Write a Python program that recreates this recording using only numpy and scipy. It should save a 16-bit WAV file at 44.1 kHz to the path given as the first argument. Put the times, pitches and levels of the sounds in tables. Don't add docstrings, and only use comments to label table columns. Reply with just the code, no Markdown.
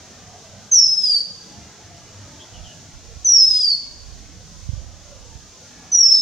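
import sys
import numpy as np
from scipy import signal
from scipy.fft import rfft, irfft, next_fast_len
from scipy.io import wavfile
from scipy.ndimage import uniform_filter1d, minimum_filter1d

SR = 44100
rng = np.random.default_rng(int(sys.argv[2]) if len(sys.argv) > 2 else 0)


def store_pcm(level_fs):
    pcm = np.round(np.clip(level_fs, -1, 1) * 32767).astype(np.int16)
    wavfile.write(sys.argv[1], SR, np.atleast_2d(pcm).T)


N = 273861
TIME = np.arange(N) / SR

# start in seconds, length in seconds, start pitch in Hz, shelf pitch in Hz,
# settling time in seconds, age at the step in seconds, age at which the hold ends in seconds, end pitch in Hz,
# level in dB before the mix, attack in seconds, age at softening in seconds, late push in dB, age when
# huskiest in seconds, peak huskiness in dB, overtone offset in dB, second voice's start pitch in Hz,
# second voice's offset in dB.
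WHISTLE_NOTES = [(0.712, .492, 6235, 5120, .084, 0.047, .31, 4550, -11.5, 0.0075, .14, 2, 0.37, -56, 2.5, 4510, -3),
                 (3.244, .508, 6140, 4988, .132, 0.14, .355, 4260, -12, 0.014, 0.21, 1.5, 0.33, -54.5, -1.5, 4510, -1.5),
                 (5.916, .32, 6010, 5213, 0.1207, 0.1234, .33, 4500, -11.5, 0.018, 0.28, 2, .26, -54.5, -3, 4690, -1)]
# frequency in Hz, relative level in dB.
HUSK_SPECTRUM = [(2500, -23), (3300, -7.5), (4500, 0.5), (5800, -12), (6500, 4.5), (7400, -5), (8700, -9),
                 (9500, -23.5), (11000, -33.5), (15500, -33.5)]
# delay left in seconds, delay right in seconds, level in dB re the direct sound.
NEAR_ECHOES = [(.0062, .0065, -10), (0.0161, .0161, -7.5), (0.033, 0.053, -19.5), (.058, .0573, -27),
               (0.103, .105, -27)]
# start in seconds, length in seconds, start pitch in Hz, end pitch in Hz,
# peak level in dB.
FAR_CHIRPS = [(2.39, 0.056, 3120, 3450, -42), (2.528, 0.053, 3150, 2916, -45.5),
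              (2.569, 0.035, 2780, 2780, -53), (2.632, 0.06, 3320, 2870, -44.5),
              (2.677, 0.07, 2950, 2740, -47)]
# centre in seconds, width in seconds, level in dB before the wind gain and pan.
WIND_GUSTS = [(2.61, 0.05, -35.5), (2.96, 0.014, -34.5), (3.14, 0.083, -38), (3.51, 0.041, -39),
              (4.11, 0.08, -37.5), (4.76, 0.13, -32), (5.23, 0.17, -41)]
# frequency in Hz, relative level in dB.
GUST_SPECTRUM = [(20, -18.5), (40, 0.5), (68, 1.5), (105, -7), (160, -21), (300, -49.5), (900, -100)]
# start in seconds, peak level in dB,
# left minus right in dB, number of kicks.
EDDY_KICKS = [(3.168, -26.5, -10, 1), (4.689, -11, -32, 4), (5.352, -26.5, -22, 1)]
# time in seconds,
# level in dB before the background gain.
BACKGROUND_LEVEL = [(0, -52.5), (0.65, -53.5), (0.8, -56.5), (1.35, -56.5), (1.5, -53), (2.45, -53),
                    (3.0, -56), (3.6, -58), (4.1, -57), (5.55, -55.5), (5.87, -52), (6.0, -57)]
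# frequency in Hz, relative level in dB.
TOWN_SPECTRUM = [(20, -24.5), (40, -13.5), (75, -7), (96, 1), (120, -6.5), (200, -6.5), (330, -13.5),
                 (490, -14), (670, -13), (900, -18), (1700, -20.5), (3500, -25), (4600, -40.5),
                 (8000, -100)]
# centre in seconds, width in seconds, pitch in Hz,
# level in dB.
DISTANT_SWELLS = [(0.34, 0.043, 727, -49), (0.499, 0.076, 650, -52.5), (1.141, 0.047, 616, -50),
                  (2.5, 0.25, 636, -56.5), (3.1, 0.055, 462.5, -55.5), (5.149, 0.058, 549, -52)]
# frequency in Hz, relative level in dB.
HISS_SPECTRUM = [(1500, -35), (2500, -16), (3500, -9), (4800, -5.5), (6000, -1), (6600, -1.5), (7300, -9),
                 (8100, -16.5), (8800, -17.5), (9500, -23.5), (12000, -29), (15800, -31.5)]
# frequency in Hz, left-right correlation (no unit).
CHANNEL_LIKENESS = [(40, 0.98), (120, .85), (500, 0.87), (1200, 0.82), (3000, 0.73), (6000, 0.16),
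                    (12000, 0.14)]

FLICK_HZ, FLICK_S = 199, 0.007
STEP_HZ, STEP_WIDTH_S = 85.4, 0.02
SETTLE_SHAPE, FALL_HZ_PER_S = 1.3, 4000
ONSET_DB, SOFT_DB, SOFTEN_S = -13, -7, 0.022
PUSH_AT_S, PUSH_WIDTH_S = 0.442, 0.031
CLEAR_DB, HUSKY_WIDTH_S = -68.5, 0.1
UNDERTONE_DB, UNDERTONE_FOLLOWS, UNDERTONE_FALL_HZ_PER_S = -71, 1.93, 2950
GARDEN_T60_S = 0.69
GUST_PAN_DB = -15.5
BREEZE_DB, BREEZE_AT_S, BREEZE_WIDTH_S = -41.5, 4.19, 0.28
KICK_GAP_S, KICK_LOSS_DB = 0.042, 5
HISS_DB, HISS_DRIFT_DB = -47, 0.7
CUTOFF_HZ = 15800


def whistle(row, start_s=0.0045, release_s=0.0028, wander=0.0024, waver=0.0019, jitter=0.0007,
            flutter_db=1.0, hiss_db=12, second_db=-23, third_db=-40, edge_growth=0.53,
            sum_db=3, difference_db=-4, unsteady=0.04):
    (s, length, start_hz, shelf_hz, settle_s, step_s, held_s, end_hz, loud_db, attack_s, loud_s, push_db,
     husky_s, huskiest_db, overtones_db, under_start_hz, under_extra_db) = row
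    age = np.clip(TIME - s, 0, length + release_s)
    opening = np.clip(age / start_s, 0, 1)
    closing = np.clip((length - age) / release_s + 1, 0, 1)

    level_db = loud_db + effort(age, attack_s, loud_s, push_db) + flutter_db * drift(30)
    husky_db = CLEAR_DB + (huskiest_db - CLEAR_DB) * bump(age, husky_s, HUSKY_WIDTH_S)
    hz = glide(age, start_hz, shelf_hz, settle_s, step_s, held_s, end_hz)
    unsteadiness = wander * drift(8.7) + waver * drift(45) + jitter * drift(430)
    phase = cycles(uniform_filter1d(hz, size=500) * (1 + unsteadiness))

    beak_db = 0.51 * at_hz(HUSK_SPECTRUM, 2 * hz)
    edge = from_db(overtones_db + edge_growth * (husky_db - level_db + 36.5) + beak_db)
    overtones = from_db(second_db) * np.sin(2 * phase) + from_db(third_db) * np.sin(3 * phase)
    tone = np.sin(phase) + edge * overtones

    under_hz = under_start_hz - UNDERTONE_FALL_HZ_PER_S * age
    under_db = UNDERTONE_DB + UNDERTONE_FOLLOWS * (husky_db - CLEAR_DB) + under_extra_db
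    under = cycles(under_hz * (1 + unsteady * drift(350)))
    sum_tone = from_db(sum_db + at_hz(HUSK_SPECTRUM, hz + under_hz)) * np.sin(phase + under)
    difference_tone = from_db(difference_db) * np.sin(2 * phase - under)
    second_voice = np.sin(under) + sum_tone + difference_tone

    voiced = np.sqrt(2) * (from_db(level_db) * tone + from_db(under_db) * second_voice)
    breath = from_db(hiss_db + husky_db) * noise(HUSK_SPECTRUM)
    return opening * closing * (voiced + breath)


def glide(age, start_hz, shelf_hz, settle_s, step_s, held_s, end_hz):
    settling = shelf_hz + (start_hz - shelf_hz) * np.exp(-(age / settle_s) ** SETTLE_SHAPE)
    falling = np.maximum(settling - FALL_HZ_PER_S * np.maximum(age - held_s, 0), end_hz)
    step = STEP_HZ * (step_s - age) / STEP_WIDTH_S * bump(age, step_s, STEP_WIDTH_S)
    flick = FLICK_HZ * np.exp(-age / FLICK_S)
    return falling + step + flick


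def effort(age, attack_s, loud_s, push_db):
    onset = ONSET_DB * np.exp(-age / attack_s)
    softened = 0.5 + 0.5 * np.tanh((age - loud_s) / SOFTEN_S)
    return onset + SOFT_DB * softened + push_db * bump(age, PUSH_AT_S, PUSH_WIDTH_S)


def garden(x, scatter_db, early_db=3, early_t60=0.087, spread=0.61, paths_per_s=900):
    t = np.arange(SR) / SR
    mid, side = rng.standard_normal((2, SR)) * (rng.random((2, SR)) < paths_per_s / SR)
    paths = mid + spread * side * [[1], [-1]]
    decay = from_db(-60 * t / GARDEN_T60_S) + from_db(early_db - 60 * t / early_t60)
    fade = decay * (t > 0.004)
    response = from_db(scatter_db) * rms_one(paths * fade) / np.sqrt(SR)
    for left_s, right_s, level_db in NEAR_ECHOES:
        response[[0, 1], [int(left_s * SR), int(right_s * SR)]] += from_db(level_db)
    return x + signal.fftconvolve(x[None], response, axes=1)[:, :N]


def far_bird(rough=0.045):
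    out = np.zeros(N)
    rasp = 1 + rough * drift(450)
    for s, length, start_hz, end_hz, level_db in FAR_CHIRPS:
        along = np.clip((TIME - s) / length, 0, 1)
        hz = start_hz + (end_hz - start_hz) * along
        out += from_db(level_db) * np.sin(np.pi * along) * np.sin(cycles(hz * rasp))
    return out


def wind():
    swelling = [*WIND_GUSTS, (BREEZE_AT_S, BREEZE_WIDTH_S, BREEZE_DB)]
    power = sum((from_db(level_db) * bump(TIME, s, width)) ** 2 for s, width, level_db in swelling)
    eddies = np.array([noise(GUST_SPECTRUM), noise(GUST_SPECTRUM)])
    evened = eddies / np.sqrt(uniform_filter1d(eddies ** 2, size=1800))
    return np.sqrt(power) * evened * from_db([[GUST_PAN_DB], [0]])


def thumps(low_hz=45, high_hz=115, soft_hz=190):
    kicks = np.zeros((2, N))
    for s, peak_db, pan_db, count in EDDY_KICKS:
        channel_db = np.minimum([pan_db, -pan_db], 0)
        for k in range(round(count)):
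            at = int((s + k * KICK_GAP_S) * SR)
            kicks[:, at] = from_db(peak_db - k * KICK_LOSS_DB + channel_db)
    band = signal.butter(2, [low_hz, high_hz], "band", fs=SR, output="sos")
    softening = signal.butter(2, soft_hz, fs=SR, output="sos")
    port = np.vstack([band, softening])
    unit_peak = abs(signal.sosfilt(port, signal.unit_impulse(SR))).max()
    return signal.sosfilt(port, kicks + 1e-18) / unit_peak


def town(gain_db):
    level_db = np.interp(TIME, *np.transpose(BACKGROUND_LEVEL)) + gain_db
    return from_db(level_db) * mottled(diffuse(TOWN_SPECTRUM)) + swells()


def mottled(x, patchy_db=3.5, size=2048):
    frames = signal.stft(x, nperseg=size)[2]
    patches = rng.standard_normal(frames.shape[1:])
    patches = uniform_filter1d(patches, size=3, axis=0)
    patches = uniform_filter1d(patches, size=7, axis=1)
    uneven = frames * from_db(patchy_db * rms_one(patches))
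    return rms_one(signal.istft(uneven, nperseg=size)[1][:, :N])


def swells(wander_hz=35):
    out = np.zeros(N)
    for s, width, hz, level_db in DISTANT_SWELLS:
        angle = 2 * np.pi * hz * TIME
        blur = drift(wander_hz) * np.sin(angle) + drift(wander_hz) * np.cos(angle)
        out += from_db(level_db) * bump(TIME, s, width) * blur
    return out


def high_hiss():
    return from_db(HISS_DB + HISS_DRIFT_DB * drift(3)) * diffuse(HISS_SPECTRUM)


def diffuse(spectrum):
    size = next_fast_len(N)
    hz = np.fft.rfftfreq(size, 1 / SR)
    alike = np.clip(at_hz(CHANNEL_LIKENESS, hz), -1, 1)
    mid, side = rfft(rng.standard_normal((2, size)))
    both = np.sqrt(1 + alike) * mid + np.sqrt(1 - alike) * side * [[1], [-1]]
    return rms_one(irfft(both * from_db(at_hz(spectrum, hz)), size)[:, :N])


def noise(spectrum):
    size = next_fast_len(N)
    hz = np.fft.rfftfreq(size, 1 / SR)
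    white = rfft(rng.standard_normal(size))
    return rms_one(irfft(white * from_db(at_hz(spectrum, hz)), size)[:N])


def drift(rate):
    hz = np.fft.rfftfreq(N, 1 / SR)
    white = rfft(rng.standard_normal(N))
    return rms_one(irfft(white / (1 + (hz / rate) ** 2), N))


def cycles(hz):
    return 2 * np.pi * np.cumsum(hz) / SR


def bump(t, centre, width):
    return np.exp(-0.5 * ((t - centre) / width) ** 2)


def at_hz(points, hz):
    f, value = np.transpose(points)
    return np.interp(np.log(hz + 1e-3), np.log(f), value)


def from_db(db):
    return 10 ** (np.asarray(db) / 20)


def rms_one(x):
    return x / np.sqrt(np.mean(x ** 2) + 1e-20)


def scene(robin_db=0.13, robin_pan_db=-0.1, background_db=8.0, town_pan_db=-0.63, wind_db=1):
    robin = garden(sum(whistle(row) for row in WHISTLE_NOTES), scatter_db=-7.0)
    robin = from_db(robin_db) * robin * from_db([[robin_pan_db], [-robin_pan_db]])
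    birds = robin + garden(far_bird(), scatter_db=-7.5)
    din = town(background_db) * from_db([[town_pan_db], [-town_pan_db]])
    hiss = high_hiss()
    buffeting = from_db(wind_db) * wind() + thumps()
    return birds + din + hiss + buffeting


def record(dry, ceiling=0.71):
    needed = np.minimum(1, ceiling / (abs(dry).max(axis=0) + 1e-9))
    gain = uniform_filter1d(minimum_filter1d(needed, size=41), size=21)
    low_pass = signal.ellip(10, 0.1, 80, CUTOFF_HZ, fs=SR, output="sos")
    return signal.sosfilt(low_pass, dry * gain)


dry = scene()
out = record(dry)
store_pcm(out)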